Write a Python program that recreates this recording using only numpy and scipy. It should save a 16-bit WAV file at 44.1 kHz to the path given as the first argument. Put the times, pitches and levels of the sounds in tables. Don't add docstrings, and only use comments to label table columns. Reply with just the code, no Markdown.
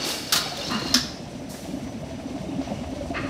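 import sys
import numpy as np
from scipy import signal
from scipy.fft import rfft, irfft
from scipy.io import wavfile

SR = 44100
rng = np.random.default_rng(int(sys.argv[2]) if len(sys.argv) > 2 else 0)


def makeup_ratio(level_db):
    decades = np.asarray(level_db, float) / 20
    return 10 ** decades


def persist_wave(psi):
    counts = np.round(np.clip(psi, -1, 1) * 32767).astype(np.int16)
    wavfile.write(sys.argv[1], SR, np.atleast_2d(counts).T)


N = 145089
TIME = np.arange(N) / SR

# (time [s], level [dB])
CONVEYOR_LOAD = [(0, -29), (.06, -50), (.3, -40.5), (.66, -38.5), (.71, -32), (.92, -32), (1.05, -36),
                 (1.58, -42), (1.7, -35), (1.9, -37), (2.2, -36), (2.26, -37), (2.55, -31.5), (2.62, -33.5),
                 (2.75, -30.5), (2.92, -36), (3.4, -31)]
# (frequency [Hz], density [dB per Hz])
LIGHT_STOP = [(290, -23), (700, -12), (1000, -12.5), (1420, -4.5), (2100, -15.5), (2730, -12), (3850, -3),
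              (7860, -15), (14500, -19)]


def rms_one(x):
    return x / np.sqrt(np.mean(x ** 2) + 1e-20)


def curve(rows):
    s, db = np.transpose(rows)
    return makeup_ratio(np.interp(TIME, s, db, left=db[0] - 20, right=db[-1] - 60))


def noise():
    return rng.standard_normal(N)


def colour(x, points):
    hz, db = np.transpose(points)
    log_hz = np.log(np.arange(N // 2 + 1) * SR / N + 1)
    gain = makeup_ratio(np.interp(log_hz, np.log(hz), db))
    return rms_one(irfft(rfft(x) * gain, N))


def drift(rate):
    r = np.exp(-80 * np.pi * rate / SR)
    slow = signal.lfilter([1], [1, -2 * r, r * r], rng.standard_normal(N // 40 + 2002))[2000:]
    return np.interp(np.arange(N) / 40, np.arange(len(slow)), rms_one(slow))


def lowpass(x, order, cut_hz):
    return signal.sosfilt(signal.butter(order, cut_hz, fs=SR, output="sos"), x)


def dull(x):
    return lowpass(x, 4, 6150)


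def resonate(x, hz, width_hz):
    r = np.exp(-np.pi * width_hz / SR)
    poles = [1, -2 * r * np.cos(2 * np.pi * hz / SR), r * r]
    return signal.lfilter([(1 - r * r) / 2, 0, (r * r - 1) / 2], poles, x)


def body(make, peaks, flicker_db, rate):
    out = np.zeros(N)
    for hz, width_hz, db in peaks:
        flicker = makeup_ratio(db + flicker_db * drift(rate))
        out += flicker * rms_one(resonate(make(), hz, width_hz))
    return rms_one(out)


def grains(per_s, spread_db):
    hits = rng.random(N) < per_s / SR
    size = makeup_ratio(spread_db * np.minimum(rng.exponential(1, N), 3))
    return hits * size * rng.choice([-1, 1], N) + 1e-9


def envelope(s, db, rise, t60):
    out, first = np.zeros(N), int(s * SR)
    t = np.arange(min(N - first, int((rise + 1.5 * t60) * SR))) / SR
    out[first:first + len(t)] = makeup_ratio(db) * np.minimum(t / rise, makeup_ratio(-60 * (t - rise) / t60))
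    return out


def hall(x):
    t = np.arange(SR) / SR
    tail = rng.standard_normal(SR) * makeup_ratio(-60 * t / 0.61) * np.clip(t / 0.005, 0, 1)
    tail = lowpass(tail, 1, 6200)
    return makeup_ratio(-11.5) * signal.fftconvolve(x, tail / np.sqrt(np.sum(tail ** 2)))[:N]


def background():
    # (frequency [Hz], density [dB per Hz])
    wash = [(530, -5.5), (900, -4.5), (1350, -7.5), (2210, -7), (3620, -10.5), (6060, -10.5), (6350, -16.5),
            (8780, -18.5), (15800, -32)]
    # (frequency [Hz], density [dB per Hz])
    roar = [(25, -17), (60, -8.5), (260, -2), (420, -13.5), (650, -6.5), (950, -25), (1400, -59)]
    # (time [s], level [dB], rise [s], t60 [s])
    far_clatter = [
        (1.53, -48, 0.017, 0.84),
        (1.862, -50, 0.014, 0.22),
        (2.608, -44, 0.0079, 0.96),
    ]
    clatter = sum(envelope(*row) for row in far_clatter) * dull(colour(noise(), wash))
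    far = clatter + makeup_ratio(-49.5) * colour(noise(), wash) + makeup_ratio(-41.5) * colour(noise(), roar)
    edges_hz = 20 * 2 ** np.arange(0, 10.1)
    out = np.zeros(N)
    for edge in zip(edges_hz, edges_hz[1:]):
        octave = signal.sosfilt(signal.butter(1, edge, "band", fs=SR, output="sos"), far)
        out += makeup_ratio(2 * drift(18.0)) * octave
    motor_hz, motor_width_hz = 5980, 42
    whine = resonate(resonate(noise(), motor_hz, motor_width_hz), motor_hz, motor_width_hz)
    return out + makeup_ratio(-61.5) * rms_one(whine)


def rollers():
    # (frequency [Hz], width [Hz], level [dB])
    frame = [(140.4, 12, -5.5), (180.5, 61, -6), (212, 41, -7), (266, 15, -0.5), (339.3, 33, -5),
             (577, 17, -9.5), (661, 69, -6), (767, 65, -12.5)]
    # (time [s], level [dB])
    drone = [(0, -50), (.22, -56), (.9, -42), (1.3, -43.5), (1.55, -54), (1.7, -42), (2.35, -46),
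             (2.55, -42), (3.15, -36), (3.24, -34), (3.4, -44)]
    # (time [s], peak level [dB], pitch [Hz])
    knocks = [(0.061, -23, 326), (0.347, -31, 155), (0.674, -29, 170), (0.713, -19, 247),
              (0.749, -18.5, 223.6), (0.856, -23, 252), (0.884, -35, 287), (0.909, -27, 271),
              (1.224, -26, 253), (1.349, -23, 245), (1.624, -30.5, 195), (1.688, -22.5, 191),
              (1.733, -20, 262), (1.766, -21, 275), (1.823, -21, 228), (1.862, -23.5, 270),
              (1.954, -28, 224), (1.989, -27.5, 149), (2.126, -27.5, 261), (2.255, -20, 267),
              (2.306, -24.5, 252), (2.342, -24, 274), (2.404, -23, 186), (2.457, -25, 183),
              (2.486, -24, 307), (2.525, -22, 264), (2.555, -21.5, 182), (2.711, -20, 210),
              (2.808, -23.5, 245), (2.966, -29, 291), (3.042, -25, 246), (3.164, -25, 254),
              (3.243, -24.5, 285)]
    # (time [s], peak level [dB], pitch [Hz])
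    taps = [(0.321, -29, 710), (0.459, -28, 774), (0.637, -29.5, 520), (0.813, -30, 495), (0.899, -36, 683),
            (1.799, -35, 670), (1.914, -32.5, 586), (1.959, -42, 587), (2.029, -29, 653), (2.107, -31, 656),
            (2.539, -36, 650), (2.675, -26, 672), (2.703, -26.5, 555), (2.787, -30.5, 560),
            (2.884, -31.5, 690), (2.921, -35, 548), (2.961, -27, 592), (3.008, -22, 570), (3.043, -32, 588),
            (3.107, -24.5, 674), (3.117, -33, 676), (3.141, -28, 563), (3.233, -26.5, 579)]

    def hit():
        return rms_one(grains(per_s=74, spread_db=3)) + 0.98 * noise()

    rumble = makeup_ratio(-0.5) * curve(CONVEYOR_LOAD) * body(hit, frame, flicker_db=4.0, rate=11.6)
    out = lowpass(rumble, 4, 1200)
    drive = resonate(resonate(noise(), 66, 27), 66, 174)
    out += curve(drone) * makeup_ratio(-0.5) * rms_one(drive)
    for table, trim_db, cycles in (knocks, -1.5, 27), (taps, -1, 72):
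        for s, db, hz in table:
            out += envelope(s, db + trim_db, 1.2 / hz, cycles / hz) * np.sin(2 * np.pi * hz * (TIME - s))
    return out


def jingle():
    # (frequency [Hz], width [Hz], level [dB])
    parts = [(2190, 100, -1), (2580, 150, 0), (2880, 130, 0.5), (3570, 130, -9.5)]

    def tick():
        return resonate(grains(per_s=70, spread_db=1.14), 3000, 1400)

    return makeup_ratio(-21) * curve(CONVEYOR_LOAD) * dull(body(tick, parts, flicker_db=0.0, rate=6.9))


def cardboard():
    # (time [s], level [dB], rise [s], t60 [s])
    scrapes = [
        (0.699, -29.5, 0.0099, 0.68),
        (3.131, -28, 0.038, 0.26),
        (3.225, -42, 0.012, 0.2),
        (3.252, -41, 0.0066, 0.12),
        (3.271, -42.5, .008, 0.26),
    ]
    # (frequency [Hz], width [Hz], level [dB])
    first_sheet = [(1010, 93, 8), (1210, 51, 4), (1463, 35, -10), (1880, 100, -1)]
    # (frequency [Hz], width [Hz], level [dB])
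    second_sheet = [(1206, 91, 2), (1857, 70, -0.5), (2080, 74, -3), (2566, 96, -0.5), (2830, 69, -17),
                    (4320, 150, -11)]
    # (frequency [Hz], density [dB per Hz])
    card = [(530, -42), (900, -21), (1190, 1), (1840, -2), (2340, -18), (2600, -10), (3100, -14),
            (12000, -53), (15600, -76), (22000, -120)]

    def rub():
        return grains(per_s=5000, spread_db=2.7)

    def rubbed(sheet):
        return body(rub, sheet, flicker_db=0.5, rate=46) + makeup_ratio(-5.0) * colour(rub(), card)

    later = sum(envelope(*row) for row in scrapes[1:])
    return dull(envelope(*scrapes[0]) * rubbed(first_sheet) + later * rubbed(second_sheet))


def valves():
    # (time [s], level [dB], rise [s], t60 [s])
    vents = [
        (0.046, -34.5, .002, .3),
        (.062, -35, 0.021, 0.92),
        (1.488, -41.5, 0.016, 1),
    ]
    # (frequency [Hz], density [dB per Hz])
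    air = [(2000, -29), (3500, -8.5), (5440, -2.5), (8000, -6), (10500, -8), (14900, -14), (16000, -28)]
    return sum(envelope(*row) for row in vents) * colour(noise(), air) * makeup_ratio(0.5 * drift(41))


def thud():
    # (time [s], level [dB], rise [s], t60 [s], pitch [Hz])
    booms = [
        (0.941, -14.5, 0.023, 0.11, 248.5),
        (3.102, -16.5, 0.0046, 0.056, 268),
    ]
    out = np.zeros(N)
    for s, db, rise, t60, hz in booms:
        out += envelope(s, db, rise, t60) * np.sin(2 * np.pi * hz * (TIME - s))
    return out


def carriage():
    # (time [s], level [dB])
    first_stroke = [(0, -34), (.02, -34), (.04, -30.5), (.12, -32.5), (.2, -40), (.3, -40), (.45, -36.5),
                    (.56, -41.5), (.6, -59)]
    second_stroke = [(.55, -46), (.575, -36), (.64, -38), (.72, -36.5), (.85, -39), (.93, -38), (.96, -46)]
    # (frequency [Hz], width [Hz], level [dB])
    first_rail = [(2310, 60, -7), (2835, 61, -3.5), (3780, 370, -2), (4520, 190, 0), (5230, 160, -1.5),
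                  (5930, 230, -11)]
    second_rail = [(4500, 440, -2), (4150, 490, 4.5), (5250, 500, 0), (6200, 200, -9)]
    # (frequency [Hz], density [dB per Hz])
    steel = [(180, -23), (300, 0), (1190, -8), (1430, -5.5), (2030, -10.5), (2740, -8), (4590, -11),
             (16000, -38)]
    # (time [s], level [dB], pitch [Hz], length [s])
    squeaks = [(.57, -37, 3590, .015), (.606, -33, 3580, .022), (.642, -34, 5390, .02),
               (2.48, -50, 3700, .02), (1.7, -50, 2380, .02), (1.645, -52, 2300, .015),
               (2.676, -50, 2620, .015), (2.49, -53, 2600, .02), (.405, -40, 1245, .03),
               (.51, -32, 712, .035), (.57, -35, 560, .05)]

    def slip():
        return grains(per_s=4000, spread_db=2.7)

    out = np.zeros(N)
    for stroke, rail in (first_stroke, first_rail), (second_stroke, second_rail):
        rattle = body(slip, rail, flicker_db=3.5, rate=45)
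        out += curve(stroke) * (rattle + makeup_ratio(0.25) * colour(slip(), steel))
    for s, db, hz, length in squeaks:
        bump = np.sin(np.pi * np.clip((TIME - s) / length, 0, 1))
        out += makeup_ratio(db) * 2 ** .5 * bump * np.sin(2 * np.pi * hz * TIME + .4 * drift(60))
    return out


def singing():
    # (time [s], pitch [Hz], level [dB])
    guide = [(.61, 2830, -41), (.636, 2830, -34), (.69, 2830, -53), (.72, 2810, -35.5), (.76, 2846, -37.5),
             (.78, 2830, -41.5), (.92, 2830, -44), (.95, 2830, -51)]
    # (time [s], pitch [Hz], level [dB])
    bearing = [(.625, 3730, -50), (.64, 3780, -40), (.68, 3990, -51), (0.731, 4170, -39), (.765, 4200, -51),
               (.79, 4150, -38), (.86, 4310, -45), (.93, 4150, -38.5), (.96, 4150, -42)]
    out = np.zeros(N)
    for rows in guide, bearing:
        s, hz, db = np.transpose(rows)
        phase = 2 * np.pi * np.cumsum(np.interp(TIME, s, hz)) / SR + 1.2 * drift(26)
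        out += curve(np.transpose([s, db])) * makeup_ratio(2 + 4.5 * drift(32)) * np.sin(phase)
    return out * (TIME > guide[0][0])


def stop(blows, spectrum, modes, ring_db):
    out = np.zeros(N)
    crash = colour(grains(20000, 1.1), spectrum) * makeup_ratio(0.72 * drift(200))
    softer = lowpass(crash, 1, 10400)
    for k, (s, db, t60) in enumerate(blows):
        if k < 2:
            out += envelope(s, db, 0.000097, t60) * crash
        else:
            out += envelope(s, db, 0.0025, t60) * softer
    for hz, mode_db, ring in modes:
        shape = sum(envelope(s, ring_db + mode_db + db - blows[0][1], 0.001, ring) for s, db, _ in blows[:3])
        out += shape * makeup_ratio(2 * drift(63)) * np.sin(2 * np.pi * hz * TIME + 1.07 * drift(63))
    return out


def latch():
    # (time [s], level [dB], t60 [s])
    ticks = [
        (.572, -30.5, 0.037),
        (.711, -34, 0.051),
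    ]
    return stop(ticks, LIGHT_STOP, [], 0)


def first_stop():
    # (time [s], level [dB], t60 [s])
    blows = [
        (.3233, -16, 0.13),
        (.3268, -20, 0.14),
        (.3541, -22.5, 0.09),
        (.36, -20.5, 0.1),
        (.374, -28, 0.15),
        (.386, -42, 0.18),
    ]
    # (frequency [Hz], level [dB], t60 [s])
    modes = [(1440, -12, 0.12), (3050, -5, .05), (3800, -4, 0.15), (4150, -1, 0.07), (4620, -1, 0.06),
             (5250, -1, .08), (5850, -8, 0.09)]
    return stop(blows, LIGHT_STOP, modes, ring_db=-25)


def second_stop():
    # (time [s], level [dB], t60 [s])
    blows = [
        (.9413, -11.5, 0.028),
        (.9455, -15, 0.036),
        (.954, -21, .1),
        (.9645, -25, 0.21),
    ]
    # (frequency [Hz], density [dB per Hz])
    spectrum = [(290, -50), (900, -15.5), (1720, -5), (2260, -17), (3300, -8.5), (5240, -4), (7860, -18.5),
                (14000, -21.5), (16000, -31)]
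    # (frequency [Hz], level [dB], t60 [s])
    modes = [(1650, -9, 0.04), (2498, -15, 0.09), (3600, -12, 0.11), (4100, -8, .1), (4931, -6, 0.16),
             (5180, 1, 0.06), (5330, 6, .045), (6100, -5, .045), (6900, -8, 0.025)]
    return stop(blows, spectrum, modes, ring_db=-19)


def scene():
    near = jingle() + cardboard() + valves() + carriage() + singing()
    near += latch() + first_stop() + second_stop()
    return (background() + rollers() + thud() + near + hall(near))[None]


def band_limit(x):
    return signal.sosfilt(signal.butter(12, 16500, fs=SR, output="sos"), x)


def record(dry):
    x = np.tanh(dry)
    x = signal.sosfilt(signal.butter(2, 40.2, "high", fs=SR, output="sos"), x)
    x = signal.sosfilt(signal.ellip(10, 1, 60, 15650, fs=SR, output="sos"), x)
    return band_limit(x)


dry = scene()
out = record(dry)
persist_wave(out)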